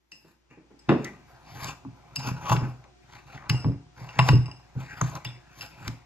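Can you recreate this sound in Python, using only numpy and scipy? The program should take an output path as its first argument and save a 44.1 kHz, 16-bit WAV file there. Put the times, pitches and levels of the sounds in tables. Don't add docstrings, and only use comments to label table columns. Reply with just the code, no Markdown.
import sys
import numpy as np
from scipy import signal
from scipy.fft import rfft, irfft, next_fast_len
from scipy.io import wavfile
from scipy.ndimage import uniform_filter1d

SR = 44100
rng = np.random.default_rng(int(sys.argv[2]) if len(sys.argv) > 2 else 0)


def transcribe(u):
    v = np.clip(np.atleast_2d(u).T, -1, 1)
    q = np.round(v * 32767).astype(np.int16)
    wavfile.write(sys.argv[1], SR, q)


N = 267025
CLOSE_FROM_S = .98


def undb(db):
    return 10 ** (np.asarray(db, float) / 20)


def unit(x):
    return x / np.sqrt(np.mean(x ** 2))


def curve(s, v):
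    return np.interp(np.arange(N) / SR, s, v)


def colour(x, points):
    size = next_fast_len(x.shape[-1])
    hz = np.maximum(np.arange(size // 2 + 1) * SR / size, 1)
    p = np.array(points)
    gain = undb(np.interp(np.log(hz), np.log(p[:, 0]), p[:, 1]))
    return irfft(rfft(x, size) * gain, size)[..., :x.shape[-1]]


def band(x, lo_hz, hi_hz):
    return signal.sosfilt(signal.butter(3, [lo_hz, hi_hz], "bandpass", fs=SR, output="sos"), x)


def ring(x, hz, t60):
    w = 2 * np.pi * hz / SR
    r = np.exp(-np.log(1000) / (max(t60, .005) * SR))
    return signal.lfilter([0, np.sin(w)], [1, -2 * r * np.cos(w), r * r], x)


def grit(rate_hz, scatter_db):
    on = rng.random(N) < rate_hz / SR
    impulses = on * rng.standard_normal(N)
    size_db = scatter_db * np.minimum(rng.exponential(size=N), 5.5)
    return unit(impulses * undb(size_db))


def walk(rate_hz):
    hold = int(SR / rate_hz)
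    levels = np.repeat(rng.standard_normal(N // hold + 1), hold)
    return uniform_filter1d(levels, hold)[:N]


def burst(s, db, rise_ms, fall_ms):
    gate = np.zeros(N)
    gate[(np.asarray(s) * SR).astype(int)] = undb(db)
    t_ms = np.arange(-SR // 2, SR // 2 + 1) * 1000 / SR
    shape = np.exp(-np.abs(t_ms) / np.where(t_ms < 0, rise_ms, fall_ms))
    return np.abs(signal.fftconvolve(gate, shape, "same"))


def strike(blows, modes, spot_db, detune, rise_ms, choke_ms=np.inf):
    hz, mode_db, t60 = np.transpose(modes)[:, :, None]
    t = np.arange(SR // 2) / SR
    out = np.zeros(N + len(t))
    chance = rng.standard_normal((len(blows), 2, len(modes), 1))
    for (s, db), (spot, shift) in zip(blows, chance):
        decay = undb(db + mode_db + spot_db * spot - 60 * t / t60)
        rings = decay * np.sin(2 * np.pi * hz * (1 + detune * shift) * t)
        at = int(s * SR)
        out[at:at + len(t)] *= np.exp(-t * 1000 / choke_ms)
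        out[at:at + len(t)] += rings.sum(axis=0) * (1 - np.exp(-t * 1000 / rise_ms))
    return out[:N]


# frequency in Hz, level in dB per Hz.
ROOM_TONE_COLOUR = [(15, -31), (25, 3.5), (48, -12.5), (309, -9.5), (363, -1), (414, -14.5), (6330, -25),
                    (14000, -55.5)]
# time in seconds, level in dB.
ROOM_TONE_LEVEL = [(0, -80.5), (.45, -75), (.9, -65.5), (6.05, -66)]
# frequency in Hz, level in dB over the room tone.
FRIDGE_HUM = [(60, 8), (720, -1)]


def kitchen():
    mid, side = (unit(colour(rng.standard_normal(N), ROOM_TONE_COLOUR)) for _ in range(2))
    t = np.arange(N) / SR
    hum = np.zeros(N)
    for hz, db in FRIDGE_HUM:
        heard = (hz < 100) | (t > CLOSE_FROM_S)
        hum += undb(db + walk(37.0)) * np.sin(2 * np.pi * hz * t) * heard
    wide = 1.38 * side * np.array([[1], [-1]])
    return undb(curve(*np.transpose(ROOM_TONE_LEVEL))) * (mid + wide + hum)


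ROOM_T60_S = 0.44


def room(x):
    t = np.arange(SR // 2) / SR
    noise = rng.standard_normal((2, len(t))) * np.minimum(t / 0.0016, 1)
    low = signal.sosfilt(signal.butter(1, 400, fs=SR, output="sos"), noise)
    bass = low[0] * undb(-60 * t / ROOM_T60_S)
    treble = 0.8 * (noise - low) * undb(-60 * t / (0.82 * ROOM_T60_S))
    tail = bass + treble
    return signal.fftconvolve(x[None], tail / np.sqrt(np.sum(tail ** 2) / 2), axes=1)[:, :N]


CHOKE_MS = 8
ROCK_DB, ROCK_RISE_MS, ROCK_FALL_MS = -23, 5.8, 43.2
RUB_DB = 2
# start
# in seconds, level in dB, extra level of the upper modes in dB.
THUDS = [(0.122, -51, -4), (0.247, -47, -1), (0.51, -47, 6), (0.573, -44, 1), (0.707, -44.5, -5),
         (0.893, -4.5, 9), (1.639, -16.5, -8), (1.851, -20, 5), (2.174, -16.5, -2), (2.265, -12.5, 4),
         (2.313, -12, -13), (2.506, -1.5, -12), (2.548, -5, -6), (2.621, -7.5, 5.5), (2.844, -53, -8),
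         (3.501, -6.5, -21.5), (3.534, -7.5, -23), (3.65, 1.5, 0), (3.687, -12.5, 8.5), (4.01, -24.5, -12),
         (4.188, -1, -8.5), (4.293, 3, -5), (4.332, 1.5, 2), (4.762, -11.5, -4), (5.017, -7, -8),
         (5.255, -20.5, -1.5), (5.874, -13.5, -3.5)]
# frequency in Hz, level in dB, 60 dB decay time in seconds.
TABLE_MODES = [(127.4, 5.5, 0.26), (152.4, 1.5, 0.22), (204, -3, 0.14), (263.5, -3.5, 0.19),
               (322.5, -24, 0.22), (376, -13, 0.1), (540, -26.5, 0.035)]


def table(dull_db):
    mode_hz = np.array(TABLE_MODES)[:, :1]
    deep, high = mode_hz < 140, mode_hz > 180
    blows = [(s, db - 16.5 + upper_db * high - 12.5 * deep * (s < CLOSE_FROM_S))
             for s, db, upper_db in THUDS]
    knocks = band(strike(blows, TABLE_MODES, 2.94, 0.034, 5.4, CHOKE_MS), 70, 3300)

    s, db, _ = np.transpose([row for row in THUDS if row[0] < CLOSE_FROM_S])
    dense = colour(rng.standard_normal(N), [(150, 15.5), (400, -8.5), (3000, -36.0)])
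    rattle = burst(s, db - 5.5, 0.69, 35.2) * unit(band(dense, 263, 2500))

    rub = grit(300, 1.2)
    rubbed_top = sum(undb(mode_db) * ring(rub, hz, 0.32 * t60) for hz, mode_db, t60 in TABLE_MODES)
    s, db, _ = np.transpose(THUDS)
    rocking = burst(s, db + ROCK_DB, ROCK_RISE_MS, ROCK_FALL_MS)
    movement = np.hypot(rocking, undb(dull_db + RUB_DB))
    return knocks + rattle + movement * unit(rubbed_top)


# time in seconds, pitch in Hz, level in dB, 60 dB decay time in seconds.
TWANGS = [(1.052, 1986, -31.5, .14), (3.377, 1830, -37, 0.037), (5.0126, 1220, -17.5, 0.046),
          (5.0143, 6580, -22, 0.018), (5.099, 6800, -41.5, 0.022), (5.161, 1280, -39, 0.046),
          (5.264, 3510, -37, 0.13)]


def twangs():
    out = np.zeros(N)
    for s, hz, db, t60 in TWANGS:
        buzz = unit(ring(rng.standard_normal(N), hz, 0.2 * t60))
        out += burst([s], db, 0.92, 1000 * t60 / np.log(1000)) * buzz
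    return out


CHATTER_DB, CHATTER_HZ = 2.5, 130
JANGLE_DB, JANGLE_MS, JANGLE_UP = -11, 65, 0.01
JANGLE_FORCE = 0.26
GRIP_DETUNE = .007
# start in seconds, crack level in dB, low body in dB,
# glass ring in dB, brightness in dB per octave.
TICKS = [(0.119, -44.5, -29, 2.5, -7), (0.7924, -66, -8, 7, 12.5), (0.8922, -28, 3.5, -18, -33),
         (1.047, -31.5, -34.5, -29, 3), (1.645, -28, -4.5, -35, -3), (1.85, -68.5, 28, -8, 0),
         (2.161, -25.5, -18, -0.5, 0), (2.2746, -37.5, 5, -5, -4), (2.4666, -37.5, 8, -11, -15),
         (2.4976, -21.5, 0, -20, -18.5), (2.5183, -31.5, 19.5, -5.5, -21), (2.566, -30.5, 0, -20, -31),
         (2.842, -50, -3, -31, -23), (3.4982, -15, -38, -11, -11), (3.6454, -46.5, 17, -14, -34),
         (4.0905, -42.5, 3, -2.5, -20.5), (4.1915, -13, 4, -14, -24), (4.2889, -14.5, -1, -14.5, -20.5),
         (4.4582, -54.5, 1, 12, 0), (4.482, -55, 15.5, -46, -12), (4.514, -56, -13, 17.5, -4),
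         (4.598, -63.5, 17.5, -35, -13), (5.014, -44, 5, -42, -6), (5.1546, -32.5, 0.5, -24, -7.5),
         (5.2502, -26.5, -11.5, -8.5, -11.5), (5.61, -38.5, -27, 4.5, -7.5), (5.8799, -23.5, -26, -60, -13)]
# frequency in Hz, level in dB, 60 dB decay time in seconds.
BOWL_MODES = [(680, -10, .05), (880, 6, .02), (1000, -5, .07), (1110, -6, .06), (1950, -14, .025),
              (2660, -2, .04), (2770, -1, .05), (5030, 2, .07), (5190, -1, .06), (7960, -9, .05)]
# frequency in Hz, level in dB per Hz.
CONTACT_COLOUR = [(240, -64.5), (400, -8.5), (900, 5.5), (3210, -8.5), (5200, -8), (7100, -11), (9210, -27),
                  (12300, -20.5), (15500, -39)]


def ticks():
    s, db, _, glass_db, tilt = np.transpose(TICKS)
    noise = colour(rng.standard_normal(N), CONTACT_COLOUR)
    dark, light = unit(band(noise, 1300, 4000)), unit(band(noise, 4000, 15000))
    crack = burst(s, db - 13.5 - tilt / 2, 1.6, 3.9) * dark
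    crack += burst(s, db - 0.5 + tilt / 2, 1.6, 1.76) * light

    slide = grit(1200, 2.4)
    upper = unit(sum(undb(mode_db) * ring(slide, hz * (1 + JANGLE_UP), t60 * 1.8)
                     for hz, mode_db, t60 in BOWL_MODES[5:]))
    jangle_db = db + glass_db + JANGLE_DB + JANGLE_FORCE * (db + 21.0)
    jangle = burst(s, jangle_db, 2.5, JANGLE_MS) * upper

    chatter = undb(CHATTER_DB * walk(CHATTER_HZ))
    octave = np.log2(np.array(BOWL_MODES)[:, :1] / 3700)
    blows = [(s, db + np.where(octave < -1.3, low_db, ring_db + tilt * octave))
             for s, db, low_db, ring_db, tilt in TICKS]
    glass = strike(blows, BOWL_MODES, 0.31, GRIP_DETUNE, 0.79)
    return (glass + twangs() + jangle) * chatter + crack


SWELL_DB = 20
# loudest moment in seconds, swell in seconds, fade in seconds,
# scrape level in dB, dull share in dB, flour hiss in dB.
STROKES = [(0.31, 0.31, 0.037, -69.5, -2, -5.5), (0.508, 0.016, 0.079, -55.5, -3.5, -29.5),
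           (1.06, 0.19, 0.15, -50, -1.5, -25), (1.351, 0.81, 1, -65, 5, -16),
           (1.694, 0.22, 0.053, -39.5, 1, -13.5), (2.192, 0.014, 0.25, -46, 1, -12.5),
           (2.273, 0.06, 0.05, -40, 5.5, -11), (2.527, 0.12, 0.045, -38.5, 9.5, -8.5),
           (2.607, 0.57, 0.18, -47, 7, -19), (2.85, 0.036, 0.1, -64.5, 10, -27),
           (3.151, 0.13, 0.12, -49.5, -3, -19), (3.35, 0.15, 0.13, -50.5, 3, -18.5),
           (3.528, 0.23, 0.23, -49, 3.5, -33), (3.987, 0.045, 0.87, -53.5, 2.5, -16.5),
           (4.21, 0.1, 0.1, -41, -0.5, -29), (4.29, 0.15, 0.069, -39.5, 6.5, -13),
           (4.5, 0.16, 0.064, -51, 3, -49), (4.795, 0.064, 1, -54, 4.5, -17),
           (4.909, 0.096, 0.17, -46, -11, -34.5), (5.04, 0.23, 0.12, -46.5, 0.5, -15),
           (5.162, 0.12, 0.044, -49.5, 10.5, -11.5), (5.283, 0.064, 0.12, -50, -4.5, -35),
           (5.624, 0.11, 0.12, -46, -2.5, -13), (5.873, 0.18, 0.11, -46.5, 2, -16)]


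def strokes():
    s, swell, fade, db, low_db, hiss_db = np.transpose(STROKES)[:, :, None]
    t = np.arange(0, N, 64) / SR
    away = np.where(t < s, (s - t) / np.maximum(swell, .005), (t - s) / np.maximum(fade, .005))
    power = undb(np.maximum(db - SWELL_DB * away, -140)) ** 2
    total = power.sum(axis=0)
    level_db = 10 * np.log10(total)
    dull_share_db = (power * low_db).sum(axis=0) / total
    flour_db = (power * hiss_db).sum(axis=0) / total
    return [curve(t, c) for c in (level_db, dull_share_db, flour_db)]


PATCH_DB, PATCH_HZ = 3.5, 18.0


def scrape(db, low_db, hiss_db):
    flicker = undb(2.2 * walk(150))
    grains = flicker * (grit(2000, 1.83) + 1.04 * rng.standard_normal(N))
    bare = colour(grains, CONTACT_COLOUR)
    glass = sum(undb(mode_db) * ring(grains, hz, t60) for hz, mode_db, t60 in BOWL_MODES)
    edges_hz = [(450, 1500), (1500, 2400), (2400, 9000), (9800, 15000)]
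    dull, mid, bright, hiss = (unit(unit(band(bare, *e)) + undb(-12.0) * unit(band(glass, *e)))
                               for e in edges_hz)
    bright_db = 0.63 * hiss_db + 0.23 * db + 17.5
    mix = undb(-0.5) * mid + undb(bright_db) * bright + undb(low_db) * dull + undb(hiss_db) * hiss
    drag = undb(db) * mix
    steps_hz = np.geomspace(350, 16000, 19)
    return sum(undb(PATCH_DB * walk(PATCH_HZ)) * band(drag, lo, hi)
               for lo, hi in zip(steps_hz, steps_hz[1:]))


ROOM_DB, FAR_ROOM_DB = -10.5, -1.5


def scene():
    db, low_db, hiss_db = strokes()
    bowl = ticks() + scrape(db, low_db, hiss_db)
    top = table(db + low_db)
    wet_db = np.where(np.arange(N) < CLOSE_FROM_S * SR, FAR_ROOM_DB, ROOM_DB)
    tail = room((bowl + undb(-6.5) * top) * undb(wet_db))
    return bowl + top + tail + kitchen()


TOP_HZ = 15700
# frequency in Hz, lateness in radians, extra level in dB.
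PORTS = [(300, .55, 0), (2000, 1.1, 4), (3400, 1.3, 1), (4100, .4, 1), (5500, -3, 0), (6900, -1, 7),
         (8900, -3.1, 1), (14400, -8.9, 0)]


def record(dry):
    size = next_fast_len(N)
    bins_hz = np.arange(size // 2 + 1) * SR / size
    hz, late, left_db = np.transpose(PORTS)
    halves = np.array([[.5], [-.5]])
    turn = np.interp(bins_hz, hz, late) * halves
    lean_db = np.interp(bins_hz, hz, left_db) * halves
    ports = irfft(rfft(dry, size) * undb(lean_db) * np.exp(-1j * turn), size)[:, :N]
    thin = signal.sosfilt(signal.butter(2, 55, "highpass", fs=SR, output="sos"), ports)
    return signal.sosfilt(signal.ellip(10, .2, 80, TOP_HZ, fs=SR, output="sos"), thin)


dry = scene()
out = record(dry)
transcribe(out)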